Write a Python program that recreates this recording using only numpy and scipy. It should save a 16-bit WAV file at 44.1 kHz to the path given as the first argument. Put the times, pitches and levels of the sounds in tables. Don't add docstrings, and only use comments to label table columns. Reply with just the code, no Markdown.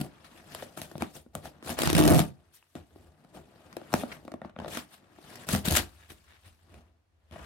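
import sys
import numpy as np
from scipy import signal
from scipy.fft import rfft, irfft
from scipy.io import wavfile
from scipy.ndimage import uniform_filter1d

SR = 44100
rng = np.random.default_rng(int(sys.argv[2]) if len(sys.argv) > 2 else 0)


def to_wav(s):
    ch = np.atleast_2d(s).T
    pcm = np.round(np.clip(ch, -1, 1) * 32767)
    wavfile.write(sys.argv[1], SR, pcm.astype(np.int16))


N = 328545


def amp(db):
    return 10 ** (np.asarray(db) / 20)


def evened(x):
    return x / np.sqrt(np.mean(x ** 2) + 1e-20)


def read(points, hz):
    f, value = np.transpose(points)
    return np.interp(np.log(hz + 1), np.log(f + 1), value)


def add(mix, s, sound):
    part = mix[..., round(s * SR):][..., :sound.shape[-1]]
    part += sound[..., :part.shape[-1]]


def colour(x, points):
    gain_db = np.maximum(read(points, abs(np.fft.fftfreq(4096, 1 / SR))), -100)
    response = np.exp(np.conj(signal.hilbert(np.log(amp(gain_db)))))
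    taps = np.fft.ifft(response).real[:2048]
    return signal.oaconvolve(x, taps / np.linalg.norm(taps))[:len(x)]


def spread(count):
    shared, left, right = rng.standard_normal((3, count))
    return evened(np.array([shared + 2.6 * left, shared + 3.1 * right]))


# start_s, crack_peak_db, panel_knock_peak_db, hollow_thump_peak_db, thump_pitch_hz
SNAP_EVENTS = [(0.0005, -37, -66, -28.5, 177), (0.0115, -22.5, -32, -21.5, 187),
               (0.548, -24, -36, -42.5, 271), (0.624, -37, -30.5, -41, 296), (0.8163, -23, -33, -38, 154),
               (0.9143, -40, -41, -44, 288), (0.9543, -57, -31, -31.5, 176), (0.98, -33, -51, -35, 277),
               (1.0218, -18.5, -19.5, -25, 258), (1.263, -71, -54, -45, 244), (1.352, -19, -27, -33.5, 192),
               (1.4553, -37, -34, -45.5, 150), (1.6261, -36, -56, -40, 303), (1.6753, -31, -33.5, -40, 308),
               (1.6931, -26, -30.5, -54.5, 298), (1.7878, -16.5, -25, -33.5, 404),
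               (1.819, -16, -34, -27.5, 298), (1.834, -17, -20, -21, 295), (1.8737, -15, -27, -17, 148),
               (1.9, -14, -28, -21, 298), (1.929, -15, -29.5, -16.5, 290), (1.9905, -13.5, -33, -16.5, 300),
               (2.0765, -12, -18, -12.5, 334), (2.1921, -11.5, -17, -19.5, 285),
               (2.753, -37, -36.5, -32.5, 215), (2.9597, -54, -49, -43, 330), (3.247, -50, -56, -48, 157),
               (3.558, -54, -46.5, -52, 150), (3.7275, -38, -65, -49, 196), (3.767, -24, -29, -32.5, 335),
               (3.815, -50, -37, -43, 265), (3.9299, -23, -30, -32.5, 304),
               (3.9393, -14.5, -15, -15.5, 232), (4.0349, -39, -23, -25, 263),
               (4.2503, -46.5, -43, -40.5, 268), (4.279, -43, -34, -35.5, 315),
               (4.318, -36, -35.5, -39, 317), (4.339, -37, -30, -32, 263),
               (4.417, -38.5, -30.5, -38.5, 210), (4.4475, -48, -29, -35.5, 213),
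               (4.4946, -50, -46.5, -50.5, 258), (4.563, -53, -34.5, -42.5, 193),
               (4.588, -38, -31.5, -34.5, 234), (4.5998, -37, -30.5, -39, 209),
               (4.6188, -44, -39, -35.5, 200), (4.646, -38, -28.5, -61, 221),
               (4.6593, -35.5, -32.5, -42.5, 326), (4.6795, -31, -40, -34, 325),
               (4.7714, -23, -35, -29.5, 235), (5.1865, -59, -41.5, -43.5, 278),
               (5.3551, -30.5, -46, -52, 159.4), (5.4878, -18, -36, -32, 220),
               (5.5335, -30, -46, -16.5, 168), (5.5494, -12.5, -22.5, -18, 158),
               (5.6753, -23, -51, -20.5, 159), (5.71, -16, -45, -24, 170.3), (5.7664, -15, -31, -45, 105),
               (6.104, -42, -56, -47, 290), (6.1165, -57.5, -60.5, -44, 280), (6.742, -43.5, -59, -53, 250),
               (7.3111, -45, -53.5, -47.5, 164), (7.3594, -62, -36.5, -47, 107)]
CRACK_MS, CRACK_SPREAD = 1.7, 0.5
TICK_DB = -9.5
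FLUTE_RING = 0.43


def snaps():
    cracks, knocks = np.zeros((2, N)), np.zeros(N)
    hz, t = np.transpose(BOX_MODES)[0], np.arange(8000) / SR
    free = (1 - np.exp(-t * hz[:, None] / 0.58)) * blow()
    hollow = hz < HOLLOW_HZ
    soaked = np.exp(-t / np.where(hollow, 0.0045, 0.008)[:, None])
    for s, crack_db, knock_db, thump_db, thump_hz in SNAP_EVENTS + strip():
        on_strip = s in FLUTE_TIMES
        ms = CRACK_MS * np.exp(CRACK_SPREAD * rng.standard_normal())
        u = 1000 * t[:2000] / max(ms, 0.2)
        crack = fibre(spread(len(u)) * u * np.exp(-2 * u))
        front = amp(TICK_DB + 4.5 * rng.standard_normal()) * tick()
        add(cracks, s, amp(crack_db) * (crack / abs(crack).max() + front))

        modes = free * (soaked + (FLUTE_RING if on_strip else 0.11))
        landing = amp(4 * rng.standard_normal(len(hz))) * rng.choice([-1, 1], len(hz))
        if on_strip:
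            landing = abs(landing)
        shake = landing * bend(hz, thump_hz, STRIP_DB_PER_OCTAVE if on_strip else 24.5)
        for db, part in ((knock_db, ~hollow), (thump_db, hollow)):
            ring = shake[part] @ modes[part]
            add(knocks, s, amp(db) * ring / abs(ring).max())
    return cracks, knocks


FLUTE_TIMES = [1.9497, 1.9669, 1.9792, 2.0015, 2.0118, 2.0238, 2.0375, 2.0529, 2.0641, 2.0855, 2.095,
               2.1025, 2.108, 2.118, 2.124, 2.1372, 2.1453, 2.1547, 2.162, 2.169, 2.178, 2.185, 2.2]
# low_pitch_hz, high_pitch_hz
FLUTE_NOTES = (156, 310)
STRIP_DB_PER_OCTAVE = 41


def strip():
    count = len(FLUTE_TIMES)
    glides = (-14, -22), (-24, -25), (-16, -18)
    db = [np.linspace(*ends, count) + rng.standard_normal(count) for ends in glides]
    pitch_hz = np.where(rng.random(count) < 0.5, *FLUTE_NOTES)
    return list(zip(FLUTE_TIMES, *db, pitch_hz))


# pitch_hz, relative_level_db, undamped_t60_s
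BOX_MODES = [(84, -26, 0.067), (163, -5, 0.19), (197, -4, 0.16), (251, -1, 0.085), (301.6, 0, 0.12),
             (350, 1.5, 0.075), (425, 7, 0.029), (529, -2, 0.064), (611.7, 0.5, 0.05), (711.7, 10.5, 0.017),
             (1000, -14, 0.011), (1150, -6, 0.025), (1410, -7.5, 0.02), (1840, -12, 0.018),
             (2240, -13, 0.0084), (2750, -16.5, 0.012), (3580, -16.5, 0.012)]
HOLLOW_HZ = 450


def blow():
    t = np.arange(8000) / SR
    hz, db, t60 = np.transpose(BOX_MODES)[:, :, None]
    return amp(db - 60 * t / t60) * np.sin(2 * np.pi * hz * t)


def bend(hz, pitch_hz, db_per_octave):
    return amp(-db_per_octave * (hz < HOLLOW_HZ) * abs(np.log2(hz / pitch_hz)))


# pitch_hz, relative_density_db_per_hz
FIBRE_SPECTRUM = [(530, -23), (1000, -7.5), (1780, -7), (2150, -10.5), (2650, -8.5), (3600, -9.5),
                  (7000, -14.5), (8350, -11.5), (12900, -14), (15700, -22.5)]


def fibre(pair):
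    return np.array([colour(ear, FIBRE_SPECTRUM) for ear in pair])


def tick():
    u = 1000 * np.arange(2000) / SR / 0.21
    spike = fibre((spread(2000) + 3) * np.exp(-u))
    return spike / abs(spike).max()


# start_s, peak_level_db (before dulling), flake_pitch_hz
TICK_EVENTS = [(2.6266, -46.5, 2700), (2.908, -59, 3100), (3.923, -33, 4100), (3.9394, -7.5, 5800),
               (5.4, -42, 9000), (5.419, -40.5, 8000), (5.7534, -13.5, 10000), (5.7615, -18.5, 10500)]


def ticks():
    mix = np.zeros((2, N))
    for s, db, flake_hz in TICK_EVENTS:
        add(mix, s, amp(db) * flake(tick(), flake_hz))
    return mix


def flake(x, hz):
    turns = hz * np.arange(400) / SR
    ring = 0.6 * np.sin(2 * np.pi * turns) * np.exp(-turns / 2.5)
    out = x + signal.oaconvolve(x, ring[None], axes=1)[:, :x.shape[1]]
    return out / abs(out).max()


# peak_s, rise_s, hold_s, crackle_db, drumming_db, rumble_db,
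# dullness_db_per_octave
TOUCH_MOVES = [(0.0, 0.014, 0.049, -55, -45.5, -71, -1.5), (0.245, 0.0054, 0.0062, -52.5, -74.5, -75, 3.5),
               (0.363, 0.11, 0.022, -60, -63, -64, 1.5), (0.526, 0.074, 0.11, -50.5, -54.5, -78, 1.5),
               (0.774, 0.0092, 0.0095, -44.5, -48, -74, 0), (0.819, 0.0063, 0.018, -48, -52, -71, -1),
               (1.008, 0.024, 0.021, -47, -43.5, -47.5, 3.5), (1.152, 0.024, 0.0082, -49.5, -51.5, -57, -2),
               (1.357, 0.024, 0.012, -55.5, -46, -51.5, -0.5), (1.454, 0.046, 0.0049, -49.5, -47, -53, 0.5),
               (1.696, 0.065, 0.013, -37.5, -38.5, -63, 0.5), (2.545, 0.022, 0.0081, -58, -95, -79, -3),
               (2.762, 0.014, 0.0074, -54, -49, -47.5, 4), (2.983, 0.27, 0.1, -70.5, -64, -59, 1),
               (3.353, 0.033, 0.022, -57, -48.5, -54.5, 1.5), (3.937, 0.033, 0.071, -43.5, -43, -69, 1),
               (4.137, 0.19, 0.0041, -51.5, -52, -76, 2.5), (4.453, 0.048, 0.0056, -63.5, -54.5, -67, 7.5),
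               (4.611, 0.054, 0.081, -59.5, -48.5, -75, 7), (4.727, 0.057, 0.061, -42, -48, -71, 1),
               (4.929, 0.061, 0.018, -55, -64, -82, 1), (5.3, 0.19, 0.14, -54, -55, -91, 2),
               (6.1, 0.014, 0.0063, -52, -58, -55, -1.5), (6.467, 0.054, 0.015, -60, -65.5, -53.5, 1),
               (6.738, 0.13, 0.05, -66, -60, -54, 3.5), (7.323, 0.0095, .14, -56.5, -54.5, -50, 5.5)]
# time_s, crackle_db, drumming_db, rumble_db,
# dullness_db_per_octave
TEAR_MOVES = [
    [(1.77, -47.5, -44.5, -46, 7), (1.79, -36.5, -38, -47.5, 0.5), (1.828, -31.5, -32, -40, 1),
     (1.922, -39.5, -37.5, -33, 2), (1.997, -31.5, -22.5, -32, 1), (2.06, -37.5, -24.5, -25.5, -0.2),
     (2.12, -41.5, -16.5, -36, -3), (2.203, -34, -31.5, -43, 0)],
    [(5.468, -54, -52.5, -66, -2), (5.496, -36, -41, -62, 0.5), (5.535, -30, -41, -27.5, -0.5),
     (5.563, -36.5, -38, -33, -1)],
    [(5.635, -59.5, -55.5, -48, 5.5), (5.657, -29.5, -40, -43, -2), (5.713, -35.5, -35, -28, -0.5),
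     (5.763, -24.5, -36.5, -35.5, -2.5), (5.797, -30, -35, -39.5, 1), (5.811, -40.5, -44, -38, 0)],
]
HOLD_MOVES = [(0.0, -66.5, -66, -60, 6.5), (0.45, -62, -60.5, -82, 2.5), (1.1, -62.5, -60.5, -74, 0),
              (1.3, -84, -75.5, -64, -1), (1.55, -69, -61, -67, 5.5), (2.4, -74.5, -69, -65.5, 3.5),
              (2.74, -74.5, -87.5, -84.5, -1), (3.1, -75.5, -68.5, -80, 3), (3.9, -60.5, -57, -81, 3.5),
              (4.25, -68.5, -60.5, -63, 2), (4.54, -81, -74.5, -65.5, 12), (5.07, -70, -66, -76, 4.5),
              (5.95, -63.5, -70, -58.5, 1), (6.55, -71.5, -80, -69, 1.5), (6.85, -75, -70.5, -62, 5),
              (7.07, -99, -90, -73.5, 5), (7.45, -60.5, -69, -54, 4.5)]
# crackle, drumming and rumble, each in db_per_s
FALL_RATES = [322, 303, 219]
RISE_DB = 19.5


def work():
    moves = []
    for s, rise, hold, *rest in TOUCH_MOVES:
        quiet = (s - rise, *np.subtract(rest[:3], RISE_DB), rest[3])
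        moves.append([quiet, (s, *rest), (s + hold, *rest)])
    t = np.arange(0, N + 64, 64) / SR
    power, dull = np.zeros((3, len(t))), np.zeros(len(t))
    for rows in map(np.array, moves + TEAR_MOVES + [HOLD_MOVES]):
        *db, tilt = (np.interp(t, rows[:, 0], column) for column in rows.T[1:])
        fall_db = np.outer(FALL_RATES, np.maximum(t - rows[-1, 0], 0))
        gain = (t >= rows[0, 0]) * amp(db - fall_db) ** 2
        power += gain
        dull += gain[0] * tilt
    curves = (*10 * np.log10(power), dull / power[0])
    return [np.interp(np.arange(N) / SR, t, curve) for curve in curves]


def running():
    t = np.arange(N) / SR
    pull = TEAR_MOVES[0]
    return uniform_filter1d(1. * (t > pull[0][0]) * (t < pull[-1][0]), size=2000)


def breaks(per_s, spread_db, burst_s):
    size = amp(spread_db * np.minimum(rng.exponential(1, N), 4)) * (rng.random(N) < per_s / SR)
    t = np.arange(600) / SR / burst_s
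    return evened(signal.oaconvolve(size, t * np.exp(-2 * t))[:N])


def tearing(crackle_db):
    share = np.clip((crackle_db + 66.5) / 54.0, 0.3, 1)
    clumps = share * breaks(per_s=400.0, spread_db=3.5, burst_s=0.0023) + (1 - share) + 0.2
    return clumps / np.sqrt(uniform_filter1d(clumps ** 2, 4000))


def crackle(clumps, crackle_db):
    return amp(crackle_db) * np.array([evened(ear) for ear in fibre(clumps * spread(N))])


def dulled(x, dull):
    hz, t, z = signal.stft(x, SR, nperseg=256)
    dull_db = np.interp(t, np.arange(N) / SR, dull)
    patches = uniform_filter1d(rng.standard_normal(z.shape[1:]), size=7, axis=0)
    patches = evened(uniform_filter1d(patches, size=5, axis=1))
    gain_db = 2.4 * patches - dull_db * np.log2((hz[:, None] + 300) / 4000)
    return signal.istft(z * amp(gain_db), SR, nperseg=256)[1][:, :N]


def walls(clumps, drum_db):
    jolts = clumps * rng.standard_normal(N) * amp(drum_db)
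    modes, hz, edge = blow(), np.transpose(BOX_MODES)[0], running()
    notes = np.maximum(*(bend(hz, note, STRIP_DB_PER_OCTAVE) for note in FLUTE_NOTES))
    notes = notes * amp(-7.5 * (hz > HOLLOW_HZ))
    snap_rows = np.array(SNAP_EVENTS)
    pitch_hz = np.interp(np.arange(N) / SR, snap_rows[:, 0], snap_rows[:, 4])
    shares = np.array([bend(f, pitch_hz, db_per_octave=1.5) for f in hz])
    shares = shares * (1 - edge) + notes[:, None] * edge
    shares /= np.sqrt((modes ** 2).sum(1) @ shares ** 2)
    return signal.oaconvolve(jolts * shares, modes, axes=1).sum(0)[:N]


# middle_s, length_s, stroke_level_db
SCRAPE_STROKES = [(4.124, 0.022, -40.5), (6.03, 0.11, -62), (6.109, 0.029, -51.5), (6.327, 0.2, -62.5),
                  (6.457, 0.06, -63)]


def scrapes():
    t = np.arange(N) / SR
    stroke = np.zeros(N)
    for s, length, db in SCRAPE_STROKES:
        stroke += amp(db) * np.cos(np.pi * np.clip((t - s) / length, -0.5, 0.5)) ** 2
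    slips = (breaks(per_s=900.0, spread_db=-7.0, burst_s=0.0015) + 0.36) * spread(N) * stroke
    ring = blow()[np.transpose(BOX_MODES)[0] > 1600].sum(0) * np.exp(-t[:8000] / 0.00088)
    return signal.oaconvolve(slips, ring[None] / np.linalg.norm(ring), axes=1)[:, :N]


# pitch_hz, relative_density_db_per_hz
GRIP_SPECTRUM = [(40, -12.5), (65, 1.5), (84, 6.5), (120, -17), (300, -56.5)]


def grip(rumble_db):
    a, b = rng.standard_normal((2, N))
    low = np.array([colour(a, GRIP_SPECTRUM), colour(evened(a + 0.4 * b), GRIP_SPECTRUM)])
    return amp(rumble_db) * low / np.sqrt(uniform_filter1d((low ** 2).mean(0), size=6000))


# pitch_hz, left_lead_rad, left_minus_right_db
BOX_PORTS = [(60, 0.0072, 0), (150, 0.28, 1), (314, 0.88, 3), (660, 0.1, 4), (2500, 0.92, 4.5),
             (14000, 0.8, 3.5)]
STRIP_RUN_PORTS = [(70, 1.9, -1.5), (160, 2.2, -6), (302, 0.99, 5.5), (700, 1.4, 0), (3000, 1.2, 4.5),
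                   (9000, 0.8, -2.5)]


def ports(x, table):
    hz, rows = np.fft.rfftfreq(N, 1 / SR), np.array(table)
    half = amp(read(rows[:, [0, 2]], hz) / 2) * np.exp(0.5j * read(rows[:, :2], hz))
    return irfft(rfft(x) * [half, 1 / half], N)


# pitch_hz, t60_s
ROOM_DECAY = [(100, 0.3), (15000, 0.12)]
ROOM_DB = -10.5


def room(x):
    taps = np.zeros((2, SR // 2))
    start = np.arange(100, SR // 2 - 20, 20)
    at = start + rng.integers(0, 20, (2, len(start)))
    np.put_along_axis(taps, at, rng.choice([-1., 1.], at.shape), 1)
    hz, t, z = signal.stft(taps, SR, nperseg=256)
    decay = amp(-60 * t / read(ROOM_DECAY, hz)[:, None])
    tail = signal.istft(z * decay, SR, nperseg=256)[1]
    return signal.fftconvolve(x[None], tail / np.linalg.norm(tail[0]), axes=1)[:, :N]


# pitch_hz, relative_density_db_per_hz
AIR_SPECTRUM = [(59, -35.5), (100, -14), (910, -22.5), (2080, -28), (11900, -41.5), (16000, -54.5)]
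AIR_DB = -78.5


def air():
    return amp(AIR_DB) * np.array([colour(v, AIR_SPECTRUM) for v in rng.standard_normal((2, N))])


def scene():
    crackle_db, drum_db, rumble_db, dull = work()
    clumps = tearing(crackle_db)
    cracks, knocks = snaps()
    paper = dulled(crackle(clumps, crackle_db) + cracks + ticks(), dull)
    box = paper + walls(clumps, drum_db) + knocks + scrapes()
    near, pulled = box + grip(rumble_db), running()
    direct = ports(near * (1 - pulled), BOX_PORTS) + ports(near * pulled, STRIP_RUN_PORTS)
    return direct + amp(ROOM_DB) * room(box.mean(0)) + air()


def record(dry):
    bass_cut = signal.butter(N=3, Wn=52.7, btype="high", fs=SR, output="sos")
    thin = signal.sosfilt(bass_cut, dry)
    treble_cut = signal.firwin(511, 16100, window=("kaiser", 9), fs=SR)
    return signal.oaconvolve(thin, treble_cut[None], "same")


dry = scene()
out = record(dry)
to_wav(out)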